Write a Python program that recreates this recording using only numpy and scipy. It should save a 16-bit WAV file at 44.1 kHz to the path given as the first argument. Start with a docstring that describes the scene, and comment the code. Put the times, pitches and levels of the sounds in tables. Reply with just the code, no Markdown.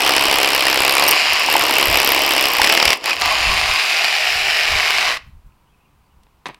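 """A rotary hammer drill bores into concrete outdoors: noise bursts crack and bit modes ring over rattling gears.
The bit skips, then binds and bucks; the motor stalls twice, and the drill spins free while it is pulled out.
The trigger is let go and the brake bites; a far bird gives short whistles, and the tool is set down with a knock.
Filtered-noise wind buffets the microphone, near surfaces and a wall send the sound back, a quiet suburb lies behind."""
import sys
import numpy as np
from scipy import signal
from scipy.fft import rfft, irfft
from scipy.io import wavfile
from scipy.ndimage import uniform_filter1d, map_coordinates

SR = 44100
rng = np.random.default_rng(int(sys.argv[2]) if len(sys.argv) > 2 else 0)


def materialize(psi):
    """Save the field psi as 16-bit PCM at rate SR to the path in sys.argv[1].

    A 1-D psi becomes a single channel; in a 2-D psi each row is a channel.
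    """
    bounded = np.clip(np.atleast_2d(psi).T, -1, 1)
    quanta = np.round(bounded * 32767).astype(np.int16)
    wavfile.write(sys.argv[1], SR, quanta)


N = 290619

# The march of the piston. Each row: time in seconds, strokes so far.
STROKES = [(0, 0.64), (0.1357, 10), (0.2826, 20), (0.5776, 40), (0.8794, 60), (0.9965, 68), (1.1057, 76),
           (1.4602, 103), (1.5652, 111), (1.9566, 138), (2.0756, 146), (2.3496, 165), (2.4846, 174),
           (2.6004, 181), (2.6172, 182), (2.9355, 203), (3.2, 219), (3.45, 238.56), (5.09, 367.98),
           (5.2, 374.68)]
# Tone of crushed concrete in the hole. Each row: frequency in Hz, relative spectral level in dB.
GRIND_TONE = [(130, -20.5), (220, -10.5), (290, 0), (450, 1), (800, 6), (1200, 0.5), (1600, -38.5)]


def undb(db):
    """Turn decibels into an amplitude factor."""
    return 10 ** (np.asarray(db) / 20)


def curve(table, at):
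    """Read the columns of a time table at the given times, in straight lines between rows."""
    s, *columns = np.transpose(table)
    return [np.interp(at, s, column) for column in columns]


def unit(x):
    """Scale a signal to rms 1."""
    return x / np.sqrt(np.mean(x ** 2))


def noise():
    """White noise for the whole scene."""
    return rng.standard_normal(N)


def colour(x, points, tilt_db=0):
    """Minimum-phase filter through (Hz, dB) points, tilted in dB per octave, with unit gain on white noise."""
    hz, db = np.transpose(points)
    octave = np.log2(np.maximum(np.arange(2049) * SR / 4096, 1))
    level_db = np.interp(octave, np.log2(hz), db) + tilt_db * (np.maximum(octave, 7) - 10)
    # folding the cepstrum forward makes the filter causal
    cepstrum = irfft(level_db * np.log(10) / 20)
    cepstrum[1:2048] *= 2
    cepstrum[2049:] = 0
    response = irfft(np.exp(rfft(cepstrum)))
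    return signal.fftconvolve(x, response / np.sqrt(np.sum(response ** 2)))[:len(x)]


def spikes(s, size):
    """Place one impulse per event."""
    out = np.zeros(N)
    np.add.at(out, np.clip((np.asarray(s) * SR).astype(int), 0, N - 1), size)
    return out


def fade(x, t60):
    """Let each impulse die away exponentially, by 60 dB in t60 seconds."""
    return signal.lfilter([1], [1, -np.exp(-np.log(1000) / (t60 * SR))], x)


def ring(x, hz, t60):
    """One damped mode whose pitch may move; a unit impulse gives an envelope that starts at 1."""
    turn = np.exp(2j * np.pi * np.cumsum(hz * np.ones(N)) / SR)
    return (1j * np.conj(turn) * fade(x * turn, t60)).real


def burst(s, size, rise, t60):
    """Envelope that swells over the contact time and then dies away."""
    k = max(int(rise * SR), 1)
    return uniform_filter1d(fade(spikes(s, size), t60), k, origin=(k - 1) // 2)


def walk(rate):
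    """Random drift of rms 1: noise smoothed twice over 1/rate seconds."""
    k = int(SR / rate)
    return unit(uniform_filter1d(uniform_filter1d(noise(), k), k))


def narrow(x, hz, width_hz):
    """Noise moved into a band round a centre that may glide; rms 1."""
    slow = signal.sosfilt(signal.butter(2, width_hz / 2, fs=SR, output="sos"), x)
    return unit(slow * np.sin(2 * np.pi * np.cumsum(hz * np.ones(N)) / SR))


def stroke_times(count):
    """Times in seconds at which the piston reaches the given stroke counts."""
    s, strokes = np.transpose(STROKES)
    return np.interp(count, strokes, s)


def blows():
    """Steady strokes crack the concrete and ring the bit; the turning cutting edges shift and weight them."""
    # The bite of the bit. Each row: time in seconds, blow level in dB, ringing level in dB,
    # extra level of the lower bit modes in dB; all before the offsets and chance below.
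    bite = [(0, -24, -42, -1.5), (1.0, -23.5, -42.5, 4.5), (1.12, -27, -39.5, -7), (1.15, -28.5, -45, -10),
            (1.175, -39, -53.5, -9.5), (1.3, -50, -52.5, -18.5), (1.42, -34, -49.5, -12),
            (1.46, -36.5, -44, -10), (1.52, -25, -34.5, -0.5), (1.8, -24, -33, -4.5), (2.3, -26, -34.5, -4),
            (2.6, -28, -33.5, -6.5)]
    edges_per_stroke, edge_lag_s = .395, .00069
    count = np.arange(1, 182)
    edge = 2 * np.pi * edges_per_stroke * count
    chance = rng.standard_normal((len(count), 8))
    s = stroke_times(count) + edge_lag_s * np.cos(edge) + .0004 * chance[:, 0]
    blow_db, ring_db, lower_db = curve(bite, s)
    blow_db = blow_db - 1.6 * np.sin(edge) + .65 * np.cos(edge) + 1.8 * chance[:, 1]
    ring_db = ring_db + 15.5 - 6.1 * np.sin(edge)
    buck_s, buck_db, thud_db = bucks()
    # only the hard bucks thud; light ones stay thin
    thud = np.maximum(undb(thud_db) - .2, 0)
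    # a hard buck also jolts the whole tool at once
    jolt = spikes(buck_s + 0.0027, thud)
    return (concrete(s, blow_db, chance[:, 2], buck_s, buck_db, thud, jolt)
            + bit_ring(s, ring_db, lower_db, chance[:, 3:], jolt))


def concrete(s, blow_db, chance, buck_s, buck_db, thud, jolt):
    """Noise bursts crack sharply on top, while slab and housing swell later and carry on longer below."""
    # Tone of struck concrete. Each row: frequency in Hz, relative spectral level in dB.
    crack_tone = [(250, -10), (800, 3.5), (1500, 6), (2800, 5), (5000, 4.5), (6500, -3), (8000, -2),
                  (11500, -2.5), (13000, -2.5), (15800, -12)]
    low_pass, high_pass = [signal.butter(4, 4200, kind, fs=SR, output="sos") for kind in ("low", "high")]
    low = burst(s, undb(blow_db + 13.5 + 0.34 * chance), 0.0023, 0.029)
    low = low + undb(8) * burst(buck_s + .0005, thud, .0016, .018)
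    # a sharp attack and a longer, weaker spray
    high = burst(s, undb(blow_db + 14.0), 0.00041, 0.0027)
    high = high + burst(s, undb(blow_db + 8.5), 0.0004, 0.013)
    high = high + burst(buck_s, undb(buck_db - 3.5), 0.00089, 0.011)
    body = signal.sosfilt(low_pass, colour(low * noise(), crack_tone))
    crack = signal.sosfilt(high_pass, colour(high * noise(), crack_tone))
    body = body + undb(3.0) * signal.sosfilt(low_pass, colour(jolt, crack_tone))
    # steel meets steel: a dry click opens every steady blow
    click = colour(spikes(s + .0002, undb(blow_db + 24.0)), crack_tone)
    # the housing answers with a short clank of drifting pitch
    clank = spikes(s + 0.00087, undb(blow_db + 10 + 2.2 * chance))
    clank = ring(clank, 2750 * (1 + 0.14 * walk(60)), 0.016)
    # each blow pushes the slab the same way, so the lows buzz at the blow rate
    buzz = colour(spikes(s, undb(blow_db + 26.5)) + undb(-8.0) * jolt, GRIND_TONE)
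    return body + crack - click + clank + buzz


def bit_ring(s, ring_db, lower_db, chance, jolt):
    """The steel bit rings in damped modes that rise as it is clamped deeper in the hole."""
    # Modes of the steel bit. Each row: frequency in Hz before the seating factor, relative level in dB,
    # 60 dB decay in seconds.
    modes = [(5160, -11, 0.0055), (5600, 2, 0.0056), (8890, -2.5, 0.015), (12750, -3, 0.013),
             (13320, -7, 0.006)]
    # Accents in the ringing of the bit, some of which prolong a ring. Each row: time in seconds,
    # relative level in dB, extra level of the lower modes in dB.
    accents = [(0.5485, -11, -2), (0.8938, -10, -6), (1.039, -11, 1), (1.079, -5.5, 0), (1.084, -2.5, -2),
               (1.09, -4.5, -8), (1.11, 3, -4), (1.111, -8.5, -4), (1.116, -10, -3.5), (1.397, -17.5, 1),
               (1.432, -23, -13), (1.462, -22.5, 9), (1.333, -11, 0.5), (1.5275, -12, -8),
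               (1.784, -9.5, -20), (2.0465, -10, -20.5), (2.0897, -9, -16.5), (2.119, -7, -17)]
    # Clamping of the bit. Each row: time in seconds, pitch factor.
    clamping = [(0, 0.94), (1.45, 1.01), (1.8, 1.005), (2.2, 1.017), (2.6, 1.03)]
    pitch_spread = 0.0096
    accent_s, accent_db, accent_lower_db = np.transpose(accents)
    # jolts ring the two lowest modes
    out = sum(ring(jolt, hz * (1 + 0.022 * walk(40)), t60) for hz, _, t60 in modes[:2])
    seat, = curve(clamping, np.arange(N) / SR)
    for k, (hz, db, t60) in enumerate(modes):
        lower = hz < 10000
        taps = spikes(s + 0.00019, undb(ring_db + lower * lower_db + 2.7 * chance[:, k]))
        taps = taps + spikes(accent_s + .0005, undb(accent_db + lower * accent_lower_db - 0.5))
        out = out + undb(db) * ring(taps, hz * (seat + pitch_spread * walk(70)), t60)
    return out * undb(2.0 * walk(900))


def bucks():
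    """Times, crack dB and thud dB of the hard bucks, the thin piston ticks, the stray and the hard blows."""
    # The bound bit bucks hard. Each row: time in seconds, relative crack level in dB, relative thud level in dB.
    bound = [(2.6157, -4.5, -4.5), (2.6424, -7.5, -3.5), (2.6716, -8, -5.5), (2.6963, -12, -4.5),
             (2.724, -11, -4), (2.7489, -3.5, -7.5), (2.773, -11.5, -4), (2.7988, -16, -5.5),
             (2.8248, -10.5, -4.5), (2.8527, 0, -4), (2.8771, -6.5, -3), (2.9026, -11, -4.5),
             (2.929, -6, -5)]
    # Stray blows as the bit skips, the motor stalls and catches, and the bit rattles on its way out.
    # Each row: time in seconds, relative crack level in dB, relative thud level in dB.
    strays = [(1.333, -13, -20), (1.398, -18, -20), (2.957, -21.5, -25), (2.972, -19, -20),
              (3.04, -17, -10.5), (3.057, -6, -9.5), (3.075, -19, -18), (3.095, -12, -7.5),
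              (3.106, -16, -8.5), (3.1296, -19, -9), (3.137, -16, -24), (3.1587, -17, -17),
              (3.1991, -15.5, -19), (3.212, -9, -10), (3.2177, -13, -6.5), (3.238, -27, -16),
              (3.257, -9, -9.5), (3.324, -12.5, -22), (3.541, -14.5, -20), (3.605, -15, -20),
              (3.676, -23.5, -20), (3.736, -12.5, -20), (3.92, -20, -18), (3.987, -15.5, -20),
              (4.25, -17, -28), (4.35, -20.5, -22), (4.58, -21, -22), (4.82, -15, -22)]
    # Blows that hit hard stone and thud through the housing. Each row: time in seconds, relative thud level in dB.
    hard_stone = [(0.0605, -11), (0.179, -8.5), (0.2538, -10), (0.4437, -9), (0.7137, -12), (0.7896, -17.5),
                  (0.9664, -8), (1.023, -11), (1.5788, -13.5), (1.6099, -9.5), (1.7655, -13.5),
                  (1.801, -10), (1.9116, -11.5), (1.9437, -10.5), (1.9834, -9.5), (2.062, -11),
                  (2.176, -11.5), (2.335, -12.5)]
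    tick_db, tick_spread_db, silent_db = -12.5, 7, -60.
    tick = stroke_times(np.arange(182, 204))
    chance = rng.standard_normal((len(tick), 2))
    tick = tick + .0004 * chance[:, 1]
    ticks = tick, tick_db + tick_spread_db * chance[:, 0], np.full(len(tick), silent_db)
    hard_s, hard_db = np.transpose(hard_stone)
    hard = hard_s, np.full(len(hard_s), silent_db), hard_db
    return np.concatenate([np.transpose(bound), ticks, np.transpose(strays), hard], axis=1)


def grind(strokes, grind_db):
    """Crushed concrete grates in the hole as coloured noise that swells at each stroke."""
    swell = .5 + np.exp(-(strokes % 1) / 0.61)
    return undb(grind_db + 0.5) * unit(colour(swell * noise(), GRIND_TONE))


def gears(strokes, rattle_db, boom_db, whirr_hz):
    """Teeth clatter twice a stroke, each knock its own size, with hum, whirr and housing resonances."""
    # Tone of the rattle. 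Each row: frequency in Hz, relative spectral level in dB.
    rattle_tone = [(180, -39), (300, -34), (398, -16), (519, -17), (711, -1.5), (911, -6.5), (1060, -9),
                   (1360, -6), (1600, -5), (2350, -0.5), (3010, 1.5), (3380, -6.5), (5030, -5),
                   (6140, -15.5), (7300, -18.5), (8300, -22), (11300, -26), (13300, -28.5), (15800, -35.5)]
    # Hum of the gearbox. Each row: multiple of the stroke rate, level in dB against the rattle before drift.
    hum_partials = [(3, -45), (4, -37), (5, -33), (6, -38), (8, -23), (9, -23), (9.2, -21), (10, -22),
                    (10.6, -24), (13.2, -25), (14, -26), (20, -24)]
    # Two housing resonances that change with grip and tilt. Each row: time in seconds,
    # level of the lower in dB, level of the upper in dB, frequency of the upper in Hz.
    grip = [(2.9, -38.5, -38.5, 1870), (3.3, -6, -33.5, 1850), (3.8, -19.5, -27, 1800),
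            (4.2, -10.5, -10, 1880), (4.6, -16.5, -3, 1860), (4.8, -18, -14, 1630), (5.1, -15.5, -14, 1617)]
    whirr_db_per_khz = 6.5  # the whirr stands out more as it sinks
    beat = 2 * strokes
    size = undb(2.3 * rng.standard_normal(1000))[beat.astype(int)]
    # a knock opens each beat, a smaller one falls halfway
    gate = 0.92 + 1.27 * size * np.exp(-(beat % 1) / 0.18) + 0.4 * np.exp(-((beat + .5) % 1) / 0.12)
    # part of the chatter repeats every stroke
    teeth = rng.standard_normal(600)[(strokes % 1 * 600).astype(int)]
    chatter = undb(2.8 * rng.exponential(size=N)) * noise() + 0.53 * teeth
    rattle = unit(colour(gate * chatter, rattle_tone))
    hum = sum(undb(db + 2.9 * walk(21.0)) * np.sin(2 * np.pi * k * strokes) for k, db in hum_partials)
    whirr_db = -10.5 + whirr_db_per_khz * (2.5 - whirr_hz / 1000)
    whirr = undb(whirr_db) * unit(gate * narrow(noise(), whirr_hz, 240))
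    boom = undb(boom_db) * narrow(gate * noise(), 1080., 242)
    lower_db, upper_db, upper_hz = curve(grip, np.arange(N) / SR)
    boom = boom + undb(lower_db) * narrow(gate * chatter, 740., 180)
    boom = boom + undb(upper_db) * narrow(gate * chatter, upper_hz, 220)
    return undb(rattle_db + 1.5 + 0.5 * walk(100)) * (rattle + hum + whirr + boom)


def slowdown(t):
    """Motor level in dB lost in the stalls and after the trigger is let go."""
    # Motor stalls. Each row: deepest point in seconds, depth in dB, slowing in seconds, recovery in seconds.
    stalls = [(2.998, 26.5, 0.065, 0.076), (3.171, 12, 0.082, 0.066)]
    # Trigger let go, then the brake bites. Each row: start in seconds, added fall in dB per second.
    stop = [(5.098, 129), (5.173, 1300.5)]
    dips = sum(db * np.interp(t, [s - down, s, s + up], [0, 1, 0]) for s, db, down, up in stalls)
    return dips + sum(rate * np.maximum(t - s, 0) for s, rate in stop)


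def fan(t):
    """The cooling fan hisses as a wide band of noise with a gliding centre."""
    # The fan's air. Each row: time in seconds, level in dB before slowdown and flutter, centre in Hz.
    air = [(0, -51, 9000), (3.2, -48.5, 9100), (3.6, -41.5, 9310), (4.1, -46.5, 10530), (4.5, -42, 11450),
           (4.8, -46, 11000), (5.1, -43.5, 9800)]
    fan_db, fan_hz = curve(air, t)
    return undb(fan_db - slowdown(t) + 2.5 * walk(18)) * narrow(noise(), fan_hz, 5000)


def knocks(t):
    """Contacts send decaying noise through the body of the tool, and its housing gives short tones."""
    # Tone of the tool body. Each row: frequency in Hz, relative spectral level in dB.
    tool_tone = [(59, -42), (100, -1), (1140, 6.5), (1330, -5), (2900, -6), (3590, -12), (5140, -21.5),
                 (7690, -36), (8730, -34.5), (15800, -56)]
    # Handling and setting down. Each row: time in seconds, relative level in dB, tilt in dB per octave,
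    # 60 dB decay in seconds.
    contacts = [(6.234, -44, 12.5, 0.013), (6.268, -45, 1, 0.013), (6.457, -14, 2.5, 0.039),
                (6.466, -18, 4, 0.049), (6.474, -31, -1, 0.037), (6.484, -32, 11, 0.025),
                (6.489, -22, -0.5, 0.036), (6.498, -26, 0.5, 0.048), (6.505, -36, 2.5, 0.09),
                (6.535, -42, 3, 0.03), (6.545, -27.5, 6.5, .012)]
    # Short housing tones. Each row: start in seconds, peak envelope in dB before flutter, frequency in Hz,
    # decay in seconds.
    bonks = [(1.486, -4, 898, 0.01), (1.554, -4.5, 904, 0.013), (1.695, -12.5, 945, 0.023),
             (1.765, -11, 2715, 0.016), (2.596, -5.5, 890, 0.014), (3.112, -11, 2485, 0.027),
             (5.522, -53, 2560, 0.0044)]
    hits = 0
    for s, db, tilt_db, t60 in contacts:
        hits = hits + colour(fade(spikes([s], undb(db - 4.0)), t60) * noise(), tool_tone, tilt_db)
    tones = 0
    for s, db, hz, t60 in bonks:
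        age = np.maximum(t - s, 0) * np.log(1000) / t60
        # each tone swells, then dies
        tones = tones + undb(db) * age * np.exp(1 - age) * np.sin(2 * np.pi * hz * t)
    return hits + undb(1.4 * walk(400)) * tones


def bounces(near, t):
    """Delayed copies with lifted treble, since hard surfaces mirror the treble better; lags wobble slowly."""
    # Bounce off the slab, shifting with the tilt of the tool and weaker as it is lifted.
    # Each row: time in seconds, lag in ms before wobble, level in dB.
    slab = [(0, 0.36, -13), (.8, 0.41, -13.5), (1.2, 0.42, -13.5), (2.3, 0.38, -12.5), (2.9, 0.38, -13),
            (3.3, .43, -14), (3.8, 0.45, -18), (4.2, 0.399, -23.5), (4.5, 0.39, -14), (4.8, 0.42, -26.5),
            (5.2, 0.5, -29)]
    # Bounce off the worker's knees. Each row: time in seconds, lag in ms before wobble, level in dB.
    knees = [(0, 0.71, -23), (3.2, 0.87, -42), (3.75, 0.8, -12), (4.1, 0.85, -18), (4.4, .7, -17),
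             (4.75, 0.8, -20), (5.2, 0.8, -17.5)]
    # Bounce off the battery pack. Each row: time in seconds, lag in ms before wobble, level in dB.
    pack = [(0, .56, -36), (.6, 0.51, -25), (2.9, .55, -26.5), (3.6, 0.56, -20), (4.0, .53, -19),
            (5.2, 0.51, -18)]
    treble_hz, treble_db, wobble_ms = 6000, -14, .006
    treble = signal.filtfilt(*signal.butter(2, treble_hz, "high", fs=SR), near)
    bright = near + undb(treble_db) * treble
    out = 0
    for surface in (slab, knees, pack):
        lag_ms, db = curve(surface, t)
        heard_from = t - (lag_ms + wobble_ms * walk(0.91)) / 1000
        out = out + undb(db) * map_coordinates(bright, [heard_from * SR])
    return out


def wall(near):
    """A wall returns a short, dull tail: decaying low-passed noise that starts 12 ms late."""
    t60_s, level_db, top_hz = 0.31, -21.5, 4500
    tail = fade(spikes([.012], 1), t60_s)[:SR // 2] * rng.standard_normal(SR // 2)
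    tail = signal.sosfilt(signal.butter(1, top_hz, fs=SR, output="sos"), tail)
    return undb(level_db) * signal.fftconvolve(near, tail / np.sqrt(np.sum(tail ** 2)))[:N]


def breeze(t):
    """Wind on the microphone: low noise that flutters all the time and swells in gusts."""
    # Tone of the buffeting. Each row: frequency in Hz, relative spectral level in dB.
    wind_tone = [(15, -6), (35, -0.5), (70, 0), (110, -8.5), (200, -17), (400, -55.5)]
    # Restless breeze. Each row: time in seconds, level in dB before flutter.
    restless = [(0, -70), (1.5, -60), (2.2, -48), (3.0, -67), (3.5, -31.5), (3.75, -42), (3.85, -69.5),
                (4.05, -64), (4.35, -46.5), (5.1, -47), (5.2, -51.5), (5.6, -59.5), (6.59, -59)]
    # Gusts. Each row: centre in seconds, peak level in dB, half length to 1/e in seconds.
    gust_list = [(.33, -36, 0.06), (.81, -44, 0.037), (1.32, -42, 0.033), (1.69, -44.5, .03),
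                 (1.91, -28, 0.048), (2.62, -40, 0.029), (2.88, -30, 0.018), (3.251, -39, 0.061),
                 (3.5, -33, 0.037), (3.71, -31, 0.028), (4.43, -42, 0.092), (4.74, -32, 0.054),
                 (5.281, -39.5, 0.034), (5.36, -44, .03), (5.47, -40, 0.017), (6.171, -58.5, 0.05)]
    gusts = sum(undb(db) * np.exp(-((t - s) / half) ** 2) for s, db, half in gust_list)
    steady = undb(curve(restless, t)[0] + 2.2 * walk(8.2))
    return (steady + gusts) * unit(colour(noise(), wind_tone))


def bird(t):
    """A far bird gives short blurred whistles: narrow noise under bell-shaped envelopes."""
    # Chirps. Each row: centre in seconds, peak envelope in dB, frequency in Hz.
    chirps = [(5.67, -71.5, 2960), (5.71, -75, 3250), (5.745, -67.5, 2550), (5.78, -72, 3010),
              (5.81, -66.5, 2560), (5.85, -70, 2750), (5.87, -68, 2470), (6.06, -76, 4600),
              (6.115, -69, 2880), (6.23, -70, 2800)]
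    half_s, width_hz = .018, 200
    return sum(undb(db) * np.exp(-((t - s) / half_s) ** 2) * narrow(noise(), hz, width_hz)
               for s, db, hz in chirps)


def suburb():
    """A quiet suburb as a steady bed of coloured noise."""
    # Tone of the suburb. Each row: frequency in Hz, relative spectral level in dB.
    suburb_tone = [(59, -26), (100, -11), (150, 1.5), (163, -4), (441, -12), (620, -15), (1000, -7),
                   (1750, -19.5), (2610, -18.5), (3740, -25), (4620, -26), (6220, -29.5), (15800, -30)]
    return undb(-60.5) * colour(noise(), suburb_tone)


def scene():
    """Mix the tool, its bounces and wall tail, and the outdoor background, as one channel."""
    # The motor and its load. Each row: time in seconds, gear rattle in dB and grinding in the hole in dB
    # (both before slowdown and trim), housing boom in dB against the rattle, whirr in Hz.
    motor = [(0, -21, -24.5, -7.5, 2767), (.9, -22.5, -28.5, -6, 2720), (1.12, -18.5, -23.5, -4, 2670),
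             (1.17, -17.5, -35, -7.5, 2593), (1.45, -19.5, -34.5, -6.5, 2600), (1.5, -21, -27, -5, 2748),
             (2.4, -20.5, -26, -9.5, 2740), (2.58, -22, -34, -6, 2760), (2.65, -19, -24.5, -13, 2590),
             (2.93, -21, -27, -7, 2708), (3.3, -19, -37, -4, 2542), (3.7, -19, -41, -10, 2605),
             (4.4, -19, -57, -42, 2362), (4.75, -19.5, -43, -10.5, 2250), (5.0, -19, -44.5, -12, 2158),
             (5.1, -19, -49, -8.5, 1958)]
    t = np.arange(N) / SR
    strokes, = curve(STROKES, t)
    rattle_db, grind_db, boom_db, whirr_hz = curve(motor, t)
    lost_db = slowdown(t)
    near = blows() + grind(strokes, grind_db - 0.46 * lost_db)
    near = near + gears(strokes, rattle_db - lost_db, boom_db, whirr_hz)
    near = near + fan(t) + knocks(t)
    near = near + bounces(near, t)
    return (near + wall(near) + breeze(t) + bird(t) + suburb())[None]


def record(dry):
    """The loudest peaks clip, then a steep low-pass cuts the top."""
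    top_hz = 15900
    return signal.sosfilt(signal.ellip(10, .2, 60, top_hz, fs=SR, output="sos"), np.clip(dry, -.95, .95))


dry = scene()
out = record(dry)
materialize(out)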